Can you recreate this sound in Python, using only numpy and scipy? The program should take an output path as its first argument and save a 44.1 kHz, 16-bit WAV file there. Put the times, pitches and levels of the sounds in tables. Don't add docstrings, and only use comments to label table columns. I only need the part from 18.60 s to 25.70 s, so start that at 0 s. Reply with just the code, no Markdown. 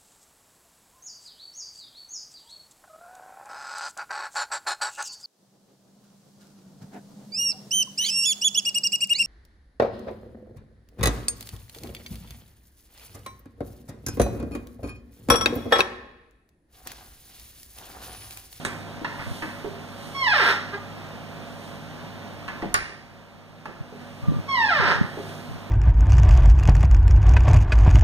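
import sys
import numpy as np
from scipy import signal
from scipy.fft import rfft, irfft, next_fast_len
from scipy.io import wavfile
from scipy.ndimage import uniform_filter1d, map_coordinates

SR = 44100
rng = np.random.default_rng(int(sys.argv[2]) if len(sys.argv) > 2 else 0)


def write(x):
    x = np.atleast_2d(x).T
    wavfile.write(sys.argv[1], SR, np.round(np.clip(x, -1, 1) * 32767).astype(np.int16))


N = 313110
NOW = np.arange(N) / SR


def amp(db):
    return 10 ** (np.asarray(db) / 20)


def unit(x):
    return x / np.sqrt(np.mean(x ** 2) + 1e-20)


def along(points, hz):
    f, v = np.transpose(points)
    return np.interp(np.log(hz + 1), np.log(f + 1), v)


def curve(points):
    return np.interp(NOW, *np.transpose(points))


def wobble(rate):
    return map_coordinates(rng.standard_normal(int(N * rate / SR) + 4), [NOW * rate])


def filtered(x, response):
    n = x.shape[-1]
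    m = next_fast_len(n + SR // 8)
    return irfft(rfft(x, m) * response(np.fft.rfftfreq(m, 1 / SR)), m)[..., :n]


def eq(x, points):
    return filtered(x, lambda f: amp(along(points, f)))


def resonance(f, hz, width):
    return 1j * f * width / (hz * hz - f * f + 1j * f * width)


def add(track, s, x):
    part = track[..., round(s * SR):][..., :x.shape[-1]]
    part += x[..., :part.shape[-1]]


# frequency in Hz, left-right correlation.
STEREO_LIKENESS = [(60, 0.18), (130, 0.11), (290, 0.14), (640, 0.78), (1400, 0.93), (3000, 0.81),
                   (8000, 0.81), (14000, 0.06)]

def mid_side(f):
    angle = np.arccos(np.clip(along(STEREO_LIKENESS, f), -1, 1)) / 2
    return np.array([np.cos(angle), np.sin(angle)])


def stereo_noise(colour):
    mid, side = filtered(rng.standard_normal((2, N)), lambda f: amp(along(colour, f)) * mid_side(f))
    return unit(np.array([mid + side, mid - side]))


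# frequency in Hz, t60 in seconds.
HALL_DECAY = [(150, 0.71), (600, 0.69), (1500, 0.67), (4000, 0.74), (8000, 0.68), (13000, 0.35)]

def hallway(x, tail_db, walls_db, walls_t60=0.09):
    hz, t, noise = signal.stft(rng.standard_normal((2, SR * 3 // 4)), SR, nperseg=256)
    noise = noise * mid_side(hz)[..., None]

    def decay(db, t60):
        wash = signal.istft(noise * amp(-60 * t / t60), SR, nperseg=256)[1]
        return amp(db) * wash / np.linalg.norm(wash)
    mid, side = decay(tail_db, along(HALL_DECAY, hz)[:, None]) + decay(walls_db, walls_t60)
    echoes = np.pad([mid + side, mid - side], ((0, 0), (SR // 300, 0)))
    x = np.atleast_2d(x)
    return x + signal.fftconvolve(x, echoes, axes=1)[:, :N]


# frequency in Hz, relative level in dB.
AIR_COLOUR = [(20, -49), (44, -6), (70, -15), (110, -10), (150, -2), (240, -5.5), (340, -10), (700, -9),
              (1500, -14.5), (2500, -18.5), (3600, -22), (5000, -27.5), (9000, -37.5), (15000, -40)]
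# pitch in Hz, relative level in dB.
HUM_TONES = [(100.2, -48.5), (155, -49.5), (200, -54), (243, -49.5), (296, -56), (565.2, -52), (684, -53.5)]

def room_beyond(open_db=-37.5, shut_db=-46.5, shut_at=4.04, shutting_s=0.22, open_at=4.9, opening_s=0.89):
    hum = np.zeros((2, N))
    for hz, db in HUM_TONES:
        phase = 2 * np.pi * hz * NOW + 0.2 * wobble(7)
        hum += amp(db + 1.8 * wobble(6)) * np.sin(phase + np.array([[.4], [-.4]]))
    air = amp(-2.5 + 0.64 * wobble(9)) * stereo_noise(AIR_COLOUR)
    shut = np.clip((NOW - shut_at) / shutting_s, 0, 1) - np.clip((NOW - open_at) / opening_s, 0, 1)
    return amp(open_db + (shut_db - open_db) * shut) * (air + amp(39) * hum)


# time of the peak in seconds, level in dB.
SWISHES = [(.02, -48), (.76, -45), (1.47, -48), (3.05, -52.5), (5.58, -58), (6.7, -48.5)]
# frequency in Hz, relative level in dB.
CLOTH_COLOUR = [(1500, -11), (3300, 4), (6000, -5), (9000, -5), (15000, -14)]

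def sleeve(rise_db_per_s=43, fall_db_per_s=36):
    swishes = [db - np.maximum(rise_db_per_s * (s - NOW), fall_db_per_s * (NOW - s)) for s, db in SWISHES]
    return amp(np.max(swishes, axis=0)) * stereo_noise(CLOTH_COLOUR)


# time in seconds, level in dB.
PUFF_ENVELOPE = [(3.95, -82), (4.06, -45), (4.2, -56), (4.3, -56), (4.42, -84)]

def draught():
    rumble = stereo_noise([(15, -18), (40, 2), (60, -3), (110, -27), (300, -64)])[0]
    return amp(curve(PUFF_ENVELOPE)) * rumble


# start in seconds, end in seconds, tap level in dB.
GRIP_SHIFTS = [(0.664, .7, -26), (5.65, 5.83, -20), (6.223, 6.39, -21), (6.895, 6.98, -28)]

def finger_taps(per_s=36, hz=127, spread_db=0.5, spread_octaves=0.22):
    taps = []
    for start, end, db in GRIP_SHIFTS:
        times = np.arange(start, end, 1 / per_s)
        for s, (late, soft, pitch) in zip(times, rng.standard_normal((40, 3))):
            taps.append((s + late / per_s / np.pi, db - spread_db * soft, hz * 2 ** (spread_octaves * pitch)))
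    return taps


# time of the peak in seconds, level in dB, pitch in Hz.
FIRM_BUMPS = [(.718, -19, 102), (5.212, -21, 122), (5.687, -10, 160), (5.699, -13, 135), (5.721, -13, 237),
              (5.768, -16, 141), (6.201, -14, 155), (6.415, -7.5, 175), (6.449, -17, 151)]

def camera_bumps(cycles=0.75, grip_s=0.011):
    pushes, grip = np.zeros((2, N))
    t = np.arange(-SR // 10, SR // 10) / SR
    for s, db, hz in FIRM_BUMPS + finger_taps():
        envelope = amp(db) / np.cosh(np.clip(2 * hz * t / cycles, -20, 20))
        add(pushes, s + t[0], envelope * np.cos(2 * np.pi * hz * t))
        add(grip, s + t[0], amp(db) * np.exp(-abs(t) / grip_s))
    rub = grip * stereo_noise([(25, -28), (60, -7), (130, 11), (300, -3), (600, -27), (1500, -77)])
    return (pushes + amp(-16) * rub[0]) * np.array([[.92], [-1]]) + amp(-25) * rub[1]


# start in seconds, level in dB, pitch in Hz, t60 in seconds, left over right in dB.
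WOOD_KNOCKS = [(.049, -26.5, 380, 0.051, 0), (.415, -29, 302, 0.045, 5), (.826, -30.5, 307, 0.14, 3),
               (1.0455, -21.5, 402, 0.037, -5.5), (1.058, -25.5, 350, 0.035, 4),
               (4.027, -22.5, 331, 0.058, 3), (4.03, -32.5, 705, 0.11, 1), (4.057, -24.5, 190, 0.043, -1),
               (4.296, -41, 379, .096, 0), (5.058, -32, 870, 0.046, 1), (5.08, -33.5, 351, .08, -4),
               (5.325, -38.5, 409, .08, 1), (5.715, -28, 264, 0.076, 1), (6.411, -26, 250, 0.045, 4),
               (6.573, -28.5, 386, 0.12, 1)]

def knocks(thud_db=-5):
    out, t = np.zeros((2, N)), np.arange(SR // 3) / SR
    for s, db, hz, t60, pan_db in WOOD_KNOCKS:
        thud = unit(filtered(rng.standard_normal(len(t)), lambda f: resonance(f, hz, width=hz) ** 2))
        blow = amp(db - 60 * t / t60) * (amp(thud_db) * thud + np.sin(2 * np.pi * hz * t))
        add(out, s, blow * amp([[pan_db / 2], [-pan_db / 2]]))
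    return hallway(out, tail_db=-5, walls_db=-1.5)


# start in seconds, rattle level in dB, tick level in dB, rattle t60 in seconds.
LATCH_HITS = [(0.05, -17.5, -16, 0.031), (0.446, -19.5, -46, 0.044), (0.592, -32, -59.5, 0.19),
              (0.822, -26, -48, 0.1), (3.88, -28.5, -37.5, 0.12), (4.022, -27, -45, 0.03),
              (4.144, -12, -15, 0.042), (5.056, -26.5, -41.5, 0.024)]
# frequency in Hz, relative level in dB.
LEAF_COLOUR = [(150, -6), (500, -16.5), (850, -5.5), (1150, 2), (1500, -1.5), (1950, 0.5), (2500, -7),
               (3500, -19.5), (5000, -19.5), (9000, -51)]
STEEL_COLOUR = [(1500, -11), (3000, 2), (5200, -1.5), (6900, -4.5), (9100, -8.5), (10500, -9.5),
                (15000, -22)]

def latch(tick_t60=0.0084, rattle_rise_s=0.00045):
    ticks, rattles = np.zeros((2, N))
    t = np.arange(SR // 3) / SR
    for s, rattle_db, tick_db, rattle_t60 in LATCH_HITS:
        steel = unit(eq(rng.standard_normal(len(t)), STEEL_COLOUR))
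        wood = unit(eq(rng.standard_normal(len(t)), LEAF_COLOUR))
        add(ticks, s, amp(tick_db - 60 * t / tick_t60) * steel)
        add(rattles, s, amp(rattle_db - 60 * t / rattle_t60) * (1 - np.exp(-t / rattle_rise_s)) * wood)
    return hallway(ticks, tail_db=-8, walls_db=-3) + hallway(rattles, tail_db=-1, walls_db=-17.5)


# pitch in Hz, relative level in dB, t60 in seconds.
STRIKE_MODES = [(1190, -26, .3), (1460, -21.5, .14), (6850, -22, 0.016), (9100, -10, 0.0063)]

def bolt(start_s=4.1423):
    out, t = np.zeros(N), np.arange(SR // 20) / SR
    for hz, db, t60 in STRIKE_MODES:
        add(out, start_s, amp(db - 60 * t / t60) * np.sin(2 * np.pi * hz * t))
    return hallway(out, tail_db=-19, walls_db=-18) * np.array([[2], [-2]])


def slip_rate(glide):
    return np.exp(curve([(s, np.log(hz)) for s, hz in glide]))


def roughness(rate, at_rest=0.95, smoothing_hz=225):
    return at_rest * np.exp(-rate / smoothing_hz)


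def stroke_envelope(glide, swell_db, edge_s=0.019, swell_s=0.15, stall_hz=162):
    start, end = glide[0][0], glide[-1][0]
    edge = np.clip(1 - np.minimum(NOW - start, end - NOW) / edge_s, 0, 1)
    swell = np.clip(1 - (NOW - start) / swell_s, 0, 1)
    stall_octaves = np.maximum(np.log2(stall_hz / slip_rate(glide)), 0)
    return -26 * edge - swell_db * swell - 24 * stall_octaves


def slips(glide, db, scatter=0.14, spread_db=5.5, waver=0.007):
    rate = slip_rate(glide)
    moving = (NOW > glide[0][0]) & (NOW < glide[-1][0])
    count = np.cumsum(rate * (1 + waver * wobble(70)) * moving) / SR
    due = np.interp(np.arange(1, int(count[-1])), count, np.arange(N))
    i = due.astype(int)
    late, force = roughness(rate[i]) * np.clip(rng.standard_normal((2000, 2)), -2, 2)[:len(i)].T
    period = SR / rate[i]
    at = due + scatter * late * period
    size = amp(db[i] + spread_db * force) * np.sqrt(period)
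    samples = at.astype(int)[:, None] + np.arange(-7, 9)
    offset = samples - at[:, None]
    kicks = size[:, None] * np.sinc(offset) * np.cos(np.pi * offset / 16) ** 2
    return np.bincount(samples.ravel(), kicks.ravel(), N)[:N]


# pitch in Hz, width in Hz, relative level in dB.
DOOR_MODES = [(358, 127, -9), (590, 94, -7.5), (927, 232, -4.5), (1350, 188, 3), (1795, 271, 3),
              (2070, 160, -19.5), (2025, 74, -10.5), (3360, 610, -12), (3715, 415, -11), (5310, 800, -22.5)]
# frequency in Hz, gain in dB.
DOOR_RADIATION = [(60, -30), (250, 0.5), (6500, -2.5), (9000, -13), (15000, -24)]

def door_body(f):
    modes = sum((-1) ** k * amp(db) * resonance(f, hz, width)
                for k, (hz, width, db) in enumerate(DOOR_MODES))
    return modes / np.sqrt(np.mean(abs(modes) ** 2)) * amp(along(DOOR_RADIATION, f))


# time in seconds, slips per second.
FIRST_CREAK = [(1.533, 1118), (1.615, 1080), (1.668, 950), (1.681, 860), (1.722, 808), (1.74, 645),
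               (1.79, 520), (1.99, 68)]
AFTER_CREAK = [(2.115, 391), (2.165, 414)]
FAINT_SQUEAL = [(5.62, 1210), (5.72, 1177)]
SECOND_CREAK = [(5.872, 1115), (5.942, 1062), (5.956, 997), (6.01, 915), (6.09, 815), (6.112, 688),
                (6.185, 550), (6.43, 60)]
# glide, then in dB the relative level, swell, dry scrape,
# sizzle of the scrape, boom of the leaf and shrillness.
HINGE_STROKES = [(FIRST_CREAK, -16.5, 8.1, -22, 5.3, 0, 2.45), (AFTER_CREAK, -29.5, 0, -32, 0, 7.6, 0),
                 (FAINT_SQUEAL, -39, 0, -45, 0, 4.7, -15), (SECOND_CREAK, -18.5, 0, -23, -9, 2.14, 0)]
# frequency in Hz, gain in dB.
SCRAPE_COLOUR = [(2200, -25), (3300, 11.5), (5000, 12.5), (7000, 0.5), (9000, -2.5), (12000, -9.5),
                 (15000, -11)]

def hinge():
    kicks, scrape = np.zeros((2, N))
    for glide, level_db, swell_db, scrape_db, sizzle_db, boom_db, shrill_db in HINGE_STROKES:
        train = slips(glide, level_db + stroke_envelope(glide, swell_db))
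        kicks += eq(train, [(1150, boom_db), (1500, 0), (2500, shrill_db)])
        energy = uniform_filter1d(train ** 2 * roughness(slip_rate(glide)), size=90)
        grains = np.sqrt(np.abs(energy)) * rng.standard_normal(N)
        scrape += amp(scrape_db) * eq(grains, [(5500, 0), (13000, sizzle_db)])
    creak = amp(-4) * filtered(kicks, door_body) + eq(scrape, SCRAPE_COLOUR)
    return hallway(creak, tail_db=-4.5, walls_db=-2.5)


# frequency in Hz, delay in seconds.
PORT_LAG = [(1380, 0), (2000, .00019), (2500, .0002), (3300, .00028), (5000, .0003), (7600, .00033),
            (12700, .000355)]

def microphone_ports(x):
    side = np.array([[-1], [1]])
    lean_db = [(700, 1.0), (1300, 0.87), (2400, 1.3)]
    leaning = filtered(x, lambda f: amp(side * along(lean_db, f)))
    return filtered(leaning, lambda f: np.exp(1j * np.pi * f * along(PORT_LAG, f) * side))


def scene():
    door = hinge() + latch() + bolt() + knocks()
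    airborne = door + room_beyond() + sleeve() + draught()
    return microphone_ports(airborne) + camera_bumps()


def record(dry):
    return filtered(dry, lambda f: f < 15500)


dry = scene()
out = record(dry)
write(out)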